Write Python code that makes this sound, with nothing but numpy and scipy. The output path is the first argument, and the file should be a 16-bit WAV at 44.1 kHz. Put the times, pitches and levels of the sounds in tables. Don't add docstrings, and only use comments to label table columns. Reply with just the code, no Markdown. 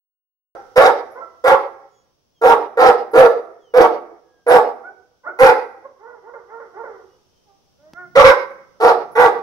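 import sys
import numpy as np
from scipy import signal
from scipy.fft import rfft, irfft, next_fast_len
from scipy.io import wavfile
from scipy.ndimage import uniform_filter1d, map_coordinates

SR = 44100
rng = np.random.default_rng(int(sys.argv[2]) if len(sys.argv) > 2 else 0)


def generate_wav(sig):
    pcm = np.round(np.clip(np.atleast_2d(sig).T, -1, 1) * 32767).astype(np.int16)
    wavfile.write(sys.argv[1], SR, pcm)


N = 415422


def amp(db):
    return 10 ** (np.asarray(db) / 20)


def unit(x):
    return x / np.sqrt(np.mean(x ** 2) + 1e-20)


def along(points, hz):
    f, v = np.transpose(points)
    return np.interp(np.log(hz + 1), np.log(f + 1), v)


def wobble(n, rate_hz):
    return map_coordinates(rng.standard_normal(int(n * rate_hz / SR) + 4), [np.arange(n) * rate_hz / SR])


def ripple(hz, spacing_hz):
    return map_coordinates(rng.standard_normal(200), [hz / spacing_hz], mode="mirror")


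def filtered(x, response):
    n = x.shape[-1]
    m = next_fast_len(n + 8192)
    return irfft(rfft(x, m) * response(np.fft.rfftfreq(m, 1 / SR)), m)[..., :n]


def resonance(f, hz, width_hz):
    return 1j * f * width_hz / (hz * hz - f * f + 1j * f * width_hz)


def moving_resonance(x, hz, width_hz):
    turn = np.exp(2j * np.pi * np.cumsum(hz) / SR)
    pole = np.exp(-np.pi * width_hz / SR)
    return (signal.lfilter([1], np.poly([pole, pole]), x / turn) * turn).real


def steady(x, seconds=0.023):
    return x / np.sqrt(np.abs(uniform_filter1d(x * x, int(seconds * SR) + 1)) + 1e-20)


def add(track, first, x):
    track[first:first + len(x)] += x[:len(track) - first]


def air():
    # (frequency [Hz], relative density [dB])
    air_colour = [(30, -6.5), (90, 0.5), (200, -7), (500, -5), (1000, -12.5), (2000, -23.5), (3200, -16),
                  (4200, -20), (5700, -11), (7300, -29), (13000, -30), (15500, -29.5)]
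    # (time [s], level [dB])
    air_level = [(.55, -58.5), (2.2, -67.5), (6.3, -66.5), (7.0, -62.5), (8.1, -63), (9.4, -62.5)]
    # (time [s], level [dB])
    rumble_level = [(.55, -80), (7.2, -79.5), (7.65, -73), (7.9, -65), (8.1, -55), (8.7, -66), (9.4, -55)]
    t = np.arange(N) / SR
    hiss = unit(filtered(rng.standard_normal((2, N)), lambda f: amp(along(air_colour, f))))
    rumble = unit(filtered(rng.standard_normal((2, N)), lambda f: resonance(f, 170, 150) ** 2))
    hiss_gain = amp(np.interp(t, *np.transpose(air_level)))
    rumble_gain = amp(np.interp(t, *np.transpose(rumble_level)))
    return hiss * hiss_gain + rumble * rumble_gain


def whistles():
    # (time [s], length [s], start [Hz], end [Hz], level [dB], octave re level [dB])
    whistle_rows = [(1.877, 0.2, 3390, 3340, -72.5, 3.5), (2.331, 0.1, 3450, 3110, -65, -13.5),
                    (3.572, 0.21, 3730, 2820, -62.5, -11.5), (4.185, 0.36, 1725, 1600, -65, -16.5),
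                    (7.058, 0.15, 2820, 2930, -72, -4.5), (7.26, .24, 3120, 3105, -73, -12)]
    track = np.zeros(N)
    for s, length_s, start_hz, end_hz, db, octave_db in whistle_rows:
        n = int(length_s * SR)
        glide_hz = end_hz + (start_hz - end_hz) * np.linspace(1, 0, n) ** 2
        phase = 2 * np.pi * np.cumsum(glide_hz * (1 + 0.0036 * wobble(n, 24))) / SR
        tone = np.sin(phase) + amp(octave_db) * np.sin(2 * phase)
        add(track, int(s * SR), amp(db) * np.hanning(n) * tone)
    return track


def clinks():
    # (time [s], level before the envelope [dB], centre [Hz])
    clink_rows = [(1.1099, -63.5, 11310), (3.112, -55, 11180), (4.479, -34.5, 10240), (8.496, -72, 10900),
                  (9.1147, -57, 11060)]
    track, t = np.zeros(N), np.arange(SR // 8) / SR
    envelope = (1 - np.exp(-t / 0.0034)) * np.exp(-t / 0.034)
    for s, db, hz in clink_rows:
        ring = unit(filtered(rng.standard_normal(len(t)), lambda f: resonance(f, hz, 1200) ** 2))
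        add(track, int(s * SR), amp(db) * ring * envelope)
    return track


def tick():
    # (time [s], peak [dB])
    tick_rows = [(7.935, -30.5)]
    # (frequency [Hz], relative gain [dB])
    tick_colour = [(40, 13.5), (150, 6.5), (500, -4), (2000, -17), (5500, -19), (8000, -43)]
    track, t = np.zeros(N), np.arange(SR // 20) / SR
    for s, db in tick_rows:
        noise = rng.standard_normal(len(t)) * np.exp(-t / 0.0021)
        burst = filtered(noise, lambda f: amp(along(tick_colour, f)))
        add(track, int(s * SR), amp(db) * burst / np.abs(burst).max())
    return track


def tail(t60_scale, delay_s, uneven_db):
    # (frequency [Hz], decay time t60 before t60_scale [s])
    yard_t60 = [(100, 1), (250, 1), (500, 0.62), (1000, 0.74), (2000, 0.8), (3000, 0.49), (5000, 0.5),
                (8000, 0.79), (14000, 0.77)]
    hz, t, z = signal.stft(rng.standard_normal((2, SR)), SR, nperseg=256)
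    t60_s = t60_scale * along(yard_t60, hz)[:, None]
    ir = signal.istft(z * amp(-60 * t / t60_s), SR, nperseg=256)[1][:, :SR]
    ir = ir * amp(uneven_db * wobble(SR, 35))
    voiced = filtered(ir, lambda f: (f > 400) & (f < 1400))
    energy = np.sum(voiced ** 2, axis=1, keepdims=True) * SR / 2000
    return np.pad(ir / np.sqrt(energy), ((0, 0), (int(delay_s * SR), 0)))[:, :SR]


def yard(dog, lead_s, near_db, far_db):
    # (frequency [Hz], width [Hz], gain [dB])
    wall_modes = [(486, 19, -4.5), (594.3, 83, 3.5), (796, 14, -9), (856, 30, -14), (1017, 14, -12),
                  (1157, 110, 7), (1308, 37, -9.5), (1820, 91, -12)]
    # (frequency [Hz], gain [dB])
    yard_colour = [(100, 3), (300, 5.5), (1500, -5.5), (3000, -1), (5200, 1.5), (7500, -16), (11000, -5.5),
                   (14000, -15)]
    direct = filtered(dog, lambda f: np.exp(1j * np.pi * f * lead_s * np.array([[1], [-1]])))
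    ringing = filtered(dog, lambda f: 1 + sum(amp(db) * resonance(f, hz, width_hz)
                                              for hz, width_hz, db in wall_modes))
    near = tail(t60_scale=.17, delay_s=0.002026, uneven_db=4.0)
    far = filtered(tail(t60_scale=0.85, delay_s=.02, uneven_db=4.5), lambda f: amp(along(yard_colour, f)))
    answer = amp(near_db) * near + amp(far_db) * far
    mid, side = signal.fftconvolve(ringing[None], answer, axes=1)[:, :N]
    side = filtered(side, lambda f: amp(along([(300, -8.5), (700, -9.5), (1500, -0.5)], f)))
    return direct + np.array([mid + side, mid - side]) / np.sqrt(2)


def call(s, length_s, attack_s, release_s):
    t = np.arange(int((length_s + .14) * SR)) / SR - attack_s
    gate = np.clip(1 + t / attack_s, 0, 1) ** 2 * np.exp(-np.maximum(t - length_s, 0) / release_s)
    t = np.clip(t, 0, length_s)
    return int((s - attack_s) * SR), gate, t, t / length_s


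def folds(pitch_hz, jitter, doubling, tripling, rough, count=12):
    n = len(pitch_hz)
    phase = 2 * np.pi * np.cumsum(pitch_hz * (1 + jitter * wobble(n, 220.9))) / SR
    pulses = unit(sum(np.cos(k * phase) for k in range(1, count + 1)))
    uneven = 1 + doubling * np.cos(phase / 2) + tripling * np.cos(phase / 3)
    breath = unit(rng.standard_normal(n) * (1 + np.cos(phase) / 2))
    share = np.clip(rough, 0, 1)
    return uneven * (np.sqrt(1 - share) * pulses + np.sqrt(share) * breath)


def soft_voice(pitch_hz, push_db, low_db, nasal_db, jitter, rough, flutter_db):
    n = len(pitch_hz)
    source = folds(pitch_hz, jitter=jitter, doubling=rough, tripling=rough / 2, rough=rough / 2)
    source = filtered(source, lambda f: 1 / np.sqrt(1 + (f / 2100) ** 12))
    low = steady(filtered(source, lambda f: resonance(f, 430, 270) ** 3))
    octave = steady(moving_resonance(source, 2 * pitch_hz, width_hz=330))
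    nasal = steady(filtered(source, lambda f: resonance(f, 1384, 330) ** 3
                            + amp(-7.5) * resonance(f, 1964, 300) ** 3))
    flutter = np.sin(2 * np.pi * np.cumsum(41 + 6 * wobble(n, 18)) / SR)
    husk = rough * steady(filtered(rng.standard_normal(n), lambda f: resonance(f, 900, 530) ** 3))
    voice = amp(low_db) * low + amp(-6.0) * octave + amp(nasal_db) * nasal + husk
    return amp(push_db + flutter_db * flutter) * voice


def arched_call(row, jitter, rough, flutter_db):
    s, rise_s, fall_s, start_hz, top_hz, end_hz, db, low_db, nasal_db = row
    swell_db = 12
    first, gate, t, _ = call(s, rise_s + fall_s, attack_s=.016, release_s=.015)
    slack = np.interp(t, [0, rise_s, rise_s + fall_s], [1, 0, 1]) ** 1.6
    pitch_hz = top_hz + slack * (np.where(t < rise_s, start_hz, end_hz) - top_hz)
    voice = soft_voice(pitch_hz, -swell_db * slack, low_db, nasal_db, jitter, rough, flutter_db)
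    return first, gate * amp(db) * voice


def grumble(row, jitter, rough, flutter_db):
    s, length_s, db, low_db, nasal_db = row
    start_hz, end_hz, break_hz, break_s, fade_db = 456, 354.7, 80.3, 0.01805, 21.5
    first, gate, t, progress = call(s, length_s, attack_s=0.011, release_s=0.025)
    pitch_hz = start_hz + (end_hz - start_hz) * progress + break_hz * np.exp(-t / break_s)
    voice = soft_voice(pitch_hz, -fade_db * progress, low_db, nasal_db, jitter, rough, flutter_db)
    return first, gate * amp(db) * voice


def whimpers():
    # (time [s], rise [s], fall [s], start [Hz], top [Hz], end [Hz], level [dB],
    #  fundamental re level [dB], nasal overtones re level [dB])
    whine_rows = [ (4.84, .033, 0.047, 690, 745.4, 782, -36.5, -6.5, -5.5),
                  (7.466, 0.034, 0.06, 425, 397, 388, -52, -14, -26.5),
                  (7.79, 0.11, 0.047, 278, 319.3, 320, -49, -29, -17.5),
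                  (7.949, .045, 0.0674, 336, 363, 345, -40.5, -11, 0.5)]
    whimper_rows = [ (1.145, 0.031, 0.037, 455, 509, 550, -32, -4.5, -15),
                    (1.2, 0.028, 0.03, 631, 671, 673.5, -34.5, -10.5, -8),
                    (5.246, .04, 0.031, 499.7, 737, 756, -26.5, -11.5, -11.5),
                    (5.836, 0.017, 0.029, 498, 543, 488, -38.5, -1.5, -17),
                    (6.0, .088, .095, 387.6, 498, 404, -39.5, -3, -10.5),
                    (6.23, 0.0666, 0.026, 369, 475.5, 454, -38, -4, -15),
                    (6.489, 0.057, 0.061, 397.2, 462, 458, -36.5, -5, -8),
                    (6.74, 0.0706, 0.018, 351.7, 459, 465, -31, -5, -13)]
    # (time [s], length [s], level [dB], fundamental re level [dB], nasal overtones re level [dB])
    grumble_rows = [(6.343, .085, -34.5, -4, -9.5), (6.605, 0.097, -37, -2, -7.5),
                    (6.841, .17, -34, -0.5, -8.5)]
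    track = np.zeros(N)
    for row in whine_rows:
        add(track, *arched_call(row, jitter=.006, rough=.05, flutter_db=.5))
    for row in whimper_rows:
        add(track, *arched_call(row, jitter=.016, rough=.22, flutter_db=2))
    for row in grumble_rows:
        add(track, *grumble(row, jitter=.02, rough=.28, flutter_db=3.5))
    return track


def hiss_colour(f, sizzle_db):
    # (frequency [Hz], relative gain [dB])
    teeth_colour = [(1410, -20.5), (2400, -12), (3200, -7), (3600, -3.5), (4210, -9.5), (5110, -9.5),
                    (6070, -12.5), (6760, -18.5), (7600, -17.5), (9990, -17.5), (13400, -20.5),
                    (15400, -23.5)]
    uneven_db = 3.5 * ripple(f, 380)
    return amp(along(teeth_colour, f) + along([(5500, 0.0029), (8500, sizzle_db)], f) + uneven_db)


def teeth_hiss(pitch_hz, progress, sizzle_db):
    sizzle_sag_db = 9
    breathy = folds(pitch_hz, jitter=.06, doubling=.35, tripling=.4, rough=.94)
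    early = unit(filtered(breathy, lambda f: hiss_colour(f, sizzle_db + sizzle_sag_db / 2)))
    late = unit(filtered(breathy, lambda f: hiss_colour(f, sizzle_db - sizzle_sag_db / 2)))
    return unit((1 - progress) * early + progress * late) * amp(3.3 * wobble(len(progress), 70))


def bark(s, length_s, swell_s, db, throat_hz, mouth_start_hz, mouth_end_hz,
         throat_db, bright_db, hiss_db, sizzle_db):
    # (frequency [Hz], relative gain [dB])
    muzzle_colour = [(590, -25.5), (1000, 4.5), (1390, -1), (1490, -8.5), (1630, -5), (1880, -15.5),
                     (2120, -10), (3200, -33.5), (4160, -59), (7040, -120)]
    onset_db, hold_share, fade_db = 19, 0.74, 6
    throat_follows, bright_follows = 0.65, .85
    hiss_onset_db, hiss_fade_db = 11.5, 11
    throat_sag_db, bright_sag_db = 5.5, 3
    muzzle_start_hz, muzzle_end_hz, muzzle_hz_per_db = 1968, 1584, 45

    first, gate, t, progress = call(s, length_s, attack_s=.005, release_s=0.0051)
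    n = len(gate)
    opening = np.maximum(1 - t / swell_s, 0) ** 2
    closing = np.maximum(progress - hold_share, 0) / (1 - hold_share)
    push_db = -onset_db * opening - fade_db * closing

    pitch_hz = 1.08 * throat_hz * (1 - .13 * (2 * progress - .9) ** 2)
    source = folds(pitch_hz, jitter=.05, doubling=.7, tripling=.6, rough=.55)
    source = filtered(source, lambda f: 1 / np.sqrt(1 + (375 / (f + 1)) ** 10))
    throat = steady(moving_resonance(source, throat_hz * (1 + .06 * wobble(n, 40)), width_hz=157))

    mouth_hz = mouth_start_hz + (mouth_end_hz - mouth_start_hz) * progress ** 1.6
    locked_phase = 2 * np.pi * np.cumsum(mouth_hz * (1 + .035 * wobble(n, 160))) / SR
    mouth = steady(moving_resonance(source, mouth_hz, width_hz=420))
    mouth = steady(mouth + .85 * np.sin(locked_phase))

    muzzle = filtered(source, lambda f: amp(along(muzzle_colour, f) + 3.5 * ripple(f, 130)))
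    muzzle_hz = muzzle_start_hz + (muzzle_end_hz - muzzle_start_hz) * progress + muzzle_hz_per_db * bright_db
    muzzle = steady(moving_resonance(muzzle, muzzle_hz, width_hz=884))

    hiss = teeth_hiss(pitch_hz, progress, sizzle_db)
    lateness = progress - .5
    throat_gain_db = throat_db + throat_follows * push_db - throat_sag_db * lateness + 2.4 * wobble(n, 45)
    muzzle_gain_db = bright_db + bright_follows * push_db - bright_sag_db * lateness
    hiss_gain_db = hiss_db - hiss_onset_db * opening - hiss_fade_db * closing
    voice = (amp(push_db) * mouth + amp(throat_gain_db) * throat
             + amp(muzzle_gain_db) * muzzle + amp(hiss_gain_db) * hiss)
    return first, gate * amp(db) * voice


def barks():
    # (time [s], length [s], swell [s], level [dB], throat [Hz], mouth start [Hz], mouth end [Hz],
    #  throat re level [dB], bright re level [dB], hiss re level [dB], sizzle: hiss gain from 8.5 kHz up [dB])
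    bark_rows = [ (0.182, 0.12, .04, 0, 503, 690, 850, -6, -5, -21.5, -1),
                 (0.76, 0.14, .025, -8, 500.6, 619.7, 873, -6.5, -6, -24.5, -2.5),
                 (1.442, 0.11, .048, -9, 510.1, 678.4, 951, -5.5, -5, -26.5, 2),
                 (2.416, .13, .042, -9, 459.7, 700, 902, -5.5, -9, -26.5, 3.5),
                 (2.774, 0.14, 0.058, -7, 483.3, 730, 813.7, -6, -6.5, -27, 0.5),
                 (3.136, 0.14, .05, -8.5, 481.8, 660, 720.7, -2.5, -7.5, -28.5, 2.5),
                 (3.74, .124, 0.071, -7.5, 462, 680.3, 764.5, -3, -7.5, -28.5, 2),
                 (4.467, 0.13, 0.065, -6.5, 468.2, 670, 805, -7.5, -9.5, -30, 3),
                 (5.39, .138, .05, -9, 485.8, 790, 883.5, -3.5, -2.5, -24.5, 2.5),
                 (8.155, 0.077, 0.037, -8, 522.5, 663, 899, -9, -1, -16.5, -6),
                 (8.237, .088, 0.0089, -11.5, 510, 1085, 1002, -2.5, 1.5, -16, -5),
                 (8.803, 0.12, 0.058, -8.5, 451.8, 730, 763.7, -7, -8, -25.5, -2.5),
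                 (9.154, 0.13, .055, -9, 462.8, 840, 781, -6, -5, -27, 2)]
    track = np.zeros(N)
    for row in bark_rows:
        add(track, *bark(*row))
    return track


def scene():
    # (frequency [Hz], left minus right [dB])
    balance = [(100, -8.5), (450, -4.5), (750, -3.5), (1400, -4.5),
               (2800, -3.5), (5500, -7.5), (9000, -2.5), (14000, 2.0)]
    loud = yard(barks(), lead_s=.00018, near_db=-2.0, far_db=-7.5)
    soft = yard(whimpers(), lead_s=-0.00014, near_db=-2.0, far_db=-4.5)
    dog = filtered(loud + soft, lambda f: amp(along(balance, f) * np.array([[.5], [-.5]])))
    return dog + whistles() + clinks() + tick() + air()


def record(dry):
    top, hardness, start_s, top_hz = 1.02, 7, .551, 15650
    x = dry / (1 + np.abs(dry / top) ** hardness) ** (1 / hardness)
    thud = filtered(x ** 4, lambda f: resonance(f, 55, 170)) * np.array([[.014], [.035]])
    started = np.arange(N) / SR > start_s
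    return filtered((x + thud) * started, lambda f: f < top_hz)


dry = scene()
out = record(dry)
generate_wav(out)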